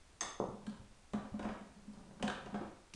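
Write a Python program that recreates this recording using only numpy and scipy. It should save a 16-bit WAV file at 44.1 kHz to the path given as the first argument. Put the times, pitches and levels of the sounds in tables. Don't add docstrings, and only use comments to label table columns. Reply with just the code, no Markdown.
import sys
import numpy as np
from scipy import signal
from scipy.fft import rfft, irfft
from scipy.io import wavfile

SR = 44100
rng = np.random.default_rng(int(sys.argv[2]) if len(sys.argv) > 2 else 0)


def to_wav(sig):
    pcm = np.clip(np.atleast_2d(sig), -1, 1) * 32767
    pcm = np.round(pcm).astype(np.int16)
    wavfile.write(sys.argv[1], SR, pcm.T)


def boost(x):
    u = np.asarray(x, float) / 20
    return 10 ** u


N = 130095

# frequency in [Hz], level in [dB], t60 in [s].
SHELL_MODES = [(325, -5.5, 0.17), (401, -6.5, 0.12), (441, 1, 0.032), (545, -3, 0.098), (607, -1, 0.042),
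               (761, 0, 0.04), (865, 2.5, 0.017), (953, -8, 0.13), (1148.5, -1, 0.025),
               (1367, -19.5, 0.013), (1488, -8.5, 0.037), (1744, -36, 0.013), (2227, -20, 0.044),
               (2700, -17.5, 0.01)]
# frequency in [Hz], level in [dB], t60 in [s].
BOX_MODES = [(201, -2.5, 0.14), (218.6, -2, 0.1), (263, -13.5, 0.19), (150, -22.5, 0.24), (82, -24, 0.063)]


def rms_one(x):
    return x / np.sqrt(np.mean(x ** 2) + 1e-20)


def at_hz(points, hz):
    table_hz, value = np.transpose(points)
    return np.interp(np.log(hz), np.log(table_hz), value)


def clicks(start_s, sizes):
    out = np.zeros(N)
    place = np.clip((np.asarray(start_s) * SR).astype(int), 0, N - 1)
    np.add.at(out, place, sizes)
    return out


def ring(x, hz, t60):
    r = boost(-60 / (t60 * SR))
    w = 2 * np.pi * hz / SR
    return signal.lfilter([0, np.sin(w)], [1, -2 * r * np.cos(w), r * r], x + 1e-18)


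def band(x, low_hz, high_hz):
    edges_hz = [low_hz, min(high_hz, .45 * SR)]
    return signal.sosfilt(signal.butter(2, edges_hz, "band", fs=SR, output="sos"), x)


def club():
    # frequency in [Hz], level in [dB], t60 in [s].
    head_modes = [(830, -12, .01), (1200, 2, .01), (1437, -3, .012), (1780, -5, .009), (2250, -7, .01),
                  (3386, -17, .04), (3680, -6, .007), (4624, -22, .03), (5076, -6, .06), (6328, -3, .14),
                  (6350, -3, .09), (6815, -12, .05), (7730, -10, .1), (8400, -9, .01)]
    strike_s, squeeze_s = .2078, .0022
    ring_db, crack_db, body_db = -33.5, -16, -18.5
    touch = clicks([strike_s], 1.)
    release = clicks(strike_s + squeeze_s * np.array([0, .7, 1.2]), boost([-16, -11, 0]))

    low = 0
    for k, (hz, db, t60) in enumerate(head_modes[:7]):
        low = low + (-1) ** k * boost(db) * ring(release, hz, t60)
    high = 0
    for hz, db, t60 in head_modes[7:]:
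        high = high + boost(db) * ring(band(touch, .9 * hz, 1.1 * hz), hz, t60)

    crack = boost(ring_db) * low + boost(crack_db) * band(release, 1000, 8000)
    body = 10 * boost(body_db) * band(release, 214, 600)
    return crack, boost(ring_db) * high, body


def net():
    # centre in [s], level in [dB], softness in [ms].
    thuds = [
        (0.4011, -22, 0.27),
        (0.417, -36.5, 0.71),
        (0.488, -44, 1.24),
        (0.412, -41, 1),
        (0.802, -49.5, 2.52),
        (1.325, -48, 2.2),
        (2.472, -54, 1.3),
    ]
    t = np.arange(N) / SR
    push = np.zeros(N)
    for centre_s, db, soft_ms in thuds:
        u = (t - centre_s) / soft_ms * 1000
        push += boost(db + 4) * u * np.exp(-.5 * u ** 2)
    push = push + boost(-29.5) * ring(push, 518, 0.011)
    return signal.sosfilt(signal.butter(6, 1280, fs=SR, output="sos"), push)


def arm():
    # start in [s], tick level in [dB], tick pitch in [Hz], shell level in [dB].
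    knocks = [(.666, -39.5, 4300, -60), (.667, -41, 1630, -55), (0.6962, -47, 4530, -63),
              (0.721, -79, 4760, -55.5), (1.134, -39, 3850, -38), (1.178, -73, 3000, -48.5),
              (1.25, -60, 2500, -51), (1.339, -67, 4000, -51.5), (1.3928, -40.5, 3670, -40.5),
              (1.4277, -40, 2940, -43), (1.445, -45, 3140, -37.5), (1.4886, -42, 2300, -39),
              (1.541, -54, 1970, -67), (1.61, -58, 2000, -67), (1.934, -53, 5040, -58.5),
              (2.198, -43, 1510, -51), (2.2255, -23.5, 2970, -36), (2.247, -55, 8650, -64),
              (2.278, -28.5, 3700, -39.5), (2.279, -24.5, 1620, -50.5), (2.30, -27, 1620, -50),
              (2.46, -43.5, 2700, -44), (2.5424, -49, 3670, -37.5), (2.61, -54, 3880, -45.5),
              (2.613, -36, 372, -59), (2.651, -34.5, 324, -55.5), (2.675, -51, 352, -58),
              (2.938, -32, 6200, -64.5), (2.9366, -37, 2700, -79)]
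    rattle_s, shake_s = 0.0047, 0.0083
    tick_cycles, tick_wide_db = 13, -4
    t = np.arange(int(.12 * SR)) / SR
    ticks, shake = np.zeros((2, N + len(t)))
    for start_s, tick_db, tick_hz, shell_db in knocks:
        tick_noise, shake_noise = rng.standard_normal((2, len(t)))
        burst = tick_noise * np.exp(-t / rattle_s)
        pitched = .17 * ring(burst, tick_hz, tick_cycles / tick_hz)
        wide = boost(tick_wide_db) * band(burst, .5 * tick_hz, 2.2 * tick_hz)
        swell = np.sqrt(t / shake_s) * np.exp(-t / shake_s)
        first = int(start_s * SR)
        ticks[first:first + len(t)] += .5 * boost(tick_db) * (pitched + wide)
        shake[first:first + len(t)] += boost(shell_db) * shake_noise * swell

    shell = sum(boost(db - 22) * ring(shake, hz, 0.33 * t60) for hz, db, t60 in SHELL_MODES)
    return ticks[:N], shell[:N]


def box():
    # start in [s], level in [dB].
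    booms = [(0.499, -52), (0.67, -29.5), (0.718, -47.5), (0.792, -53), (1.134, -25), (1.173, -44),
             (1.24, -38), (1.334, -29), (1.398, -41), (1.445, -28), (1.49, -36.5), (1.604, -40),
             (1.646, -56), (1.872, -36.5), (2.2, -38), (2.232, -23.5), (2.28, -54.5), (2.46, -49),
             (2.519, -34.5), (2.544, -31), (2.6, -35), (2.648, -46.5), (2.939, -37)]
    start_s, db = np.transpose(booms)
    blows = clicks(start_s, boost(db - 2))
    out = np.zeros(N)
    for k, (hz, mode_db, t60) in enumerate(BOX_MODES):
        out += (-1) ** k * boost(mode_db) * ring(blows, hz, t60)
    return out


def rolling():
    # time in [s], level in [dB].
    roll_weight = [(.5, -62), (.66, -58), (0.852, -66), (1.05, -84.5), (1.5, -66), (1.66, -63.5),
                   (1.75, -60.5), (1.83, -65), (1.9, -63.5), (2.0, -57.5), (2.102, -59.5), (2.2, -58),
                   (2.3, -62), (2.5, -57), (2.7, -63.5), (2.8, -92)]
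    dimples_per_s, shell_mix_db = 600, -6.5
    hits = rng.random(N) < dimples_per_s / SR
    patter = hits * rng.standard_normal(N) * boost(1.5 * rng.exponential(1, N))
    hollow = sum(boost(db) * ring(patter, hz, t60) for hz, db, t60 in BOX_MODES[:3])
    shell = sum(boost(db - hz / 150) * ring(patter, hz, t60) for hz, db, t60 in SHELL_MODES[:10])
    level_db = np.interp(np.arange(N) / SR, *np.transpose(roll_weight), left=-120, right=-120)
    return boost(level_db) * (rms_one(hollow) + boost(shell_mix_db) * rms_one(shell))


def room(x):
    # frequency in [Hz], t60 in [s].
    room_t60 = [(100, 0.37), (300, 0.45), (1000, 0.66), (3000, 0.63), (8000, 0.46)]
    gap_s = 0.0034
    t = np.arange(SR) / SR
    edges_hz = 60 * 2.0 ** np.arange(0, 8, .5)
    tail = np.zeros(SR)
    for low_hz, high_hz in zip(edges_hz, edges_hz[1:]):
        t60 = at_hz(room_t60, np.sqrt(low_hz * high_hz))
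        tail += band(rng.standard_normal(SR), low_hz, high_hz) * boost(-60 * t / t60)
    tail = tail * np.clip(t / gap_s - 1, 0, 1)
    return signal.fftconvolve(x, tail / np.sqrt(np.sum(tail ** 2)))[:N]


def air():
    # frequency in [Hz], density in [dB per Hz].
    air_colour = [(20, -6.5), (35, -9), (60, -12), (110, -15.5), (200, -20.5), (400, -22.5), (1000, -25),
                  (3000, -30.5), (10000, -33.5)]
    air_db, rumble_db, hum_db = -63.5, -70.5, -75.5
    hz = np.maximum(np.arange(N // 2 + 1) * SR / N, 10)
    hiss = irfft(rfft(rng.standard_normal(N)) * boost(at_hz(air_colour, hz)), N)
    rumble = ring(rng.standard_normal(N), 26.9, 0.43)
    hum = ring(rng.standard_normal(N), 73, 0.17)
    return boost(air_db) * rms_one(hiss) + boost(rumble_db) * rms_one(rumble) + boost(hum_db) * rms_one(hum)


def scene():
    # delay in [s], level in [dB].
    echo_taps = [
        (.0088, -6),
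        (.0255, -8),
        (.0395, -10),
    ]
    crack, head, body = club()
    thud = net()
    ticks, shell = arm()
    hollow = box() + rolling()

    echoes = sum(boost(db) * np.roll(crack + thud, int(delay_s * SR)) for delay_s, db in echo_taps)
    send = boost(2) * crack + body + boost(-6) * head + boost(-2) * thud
    send = send + boost(-4) * ticks + boost(-1) * shell + boost(-7) * hollow
    direct = crack + head + thud + ticks + shell + hollow
    return (direct + echoes + room(send) + air())[None]


def roll_off(x):
    return signal.sosfilt(signal.butter(12, 12060, fs=SR, output="sos"), x)


def record(dry):
    mix = signal.sosfilt(signal.butter(8, 9750, fs=SR, output="sos"), dry)
    return roll_off(mix)


dry = scene()
out = record(dry)
to_wav(out)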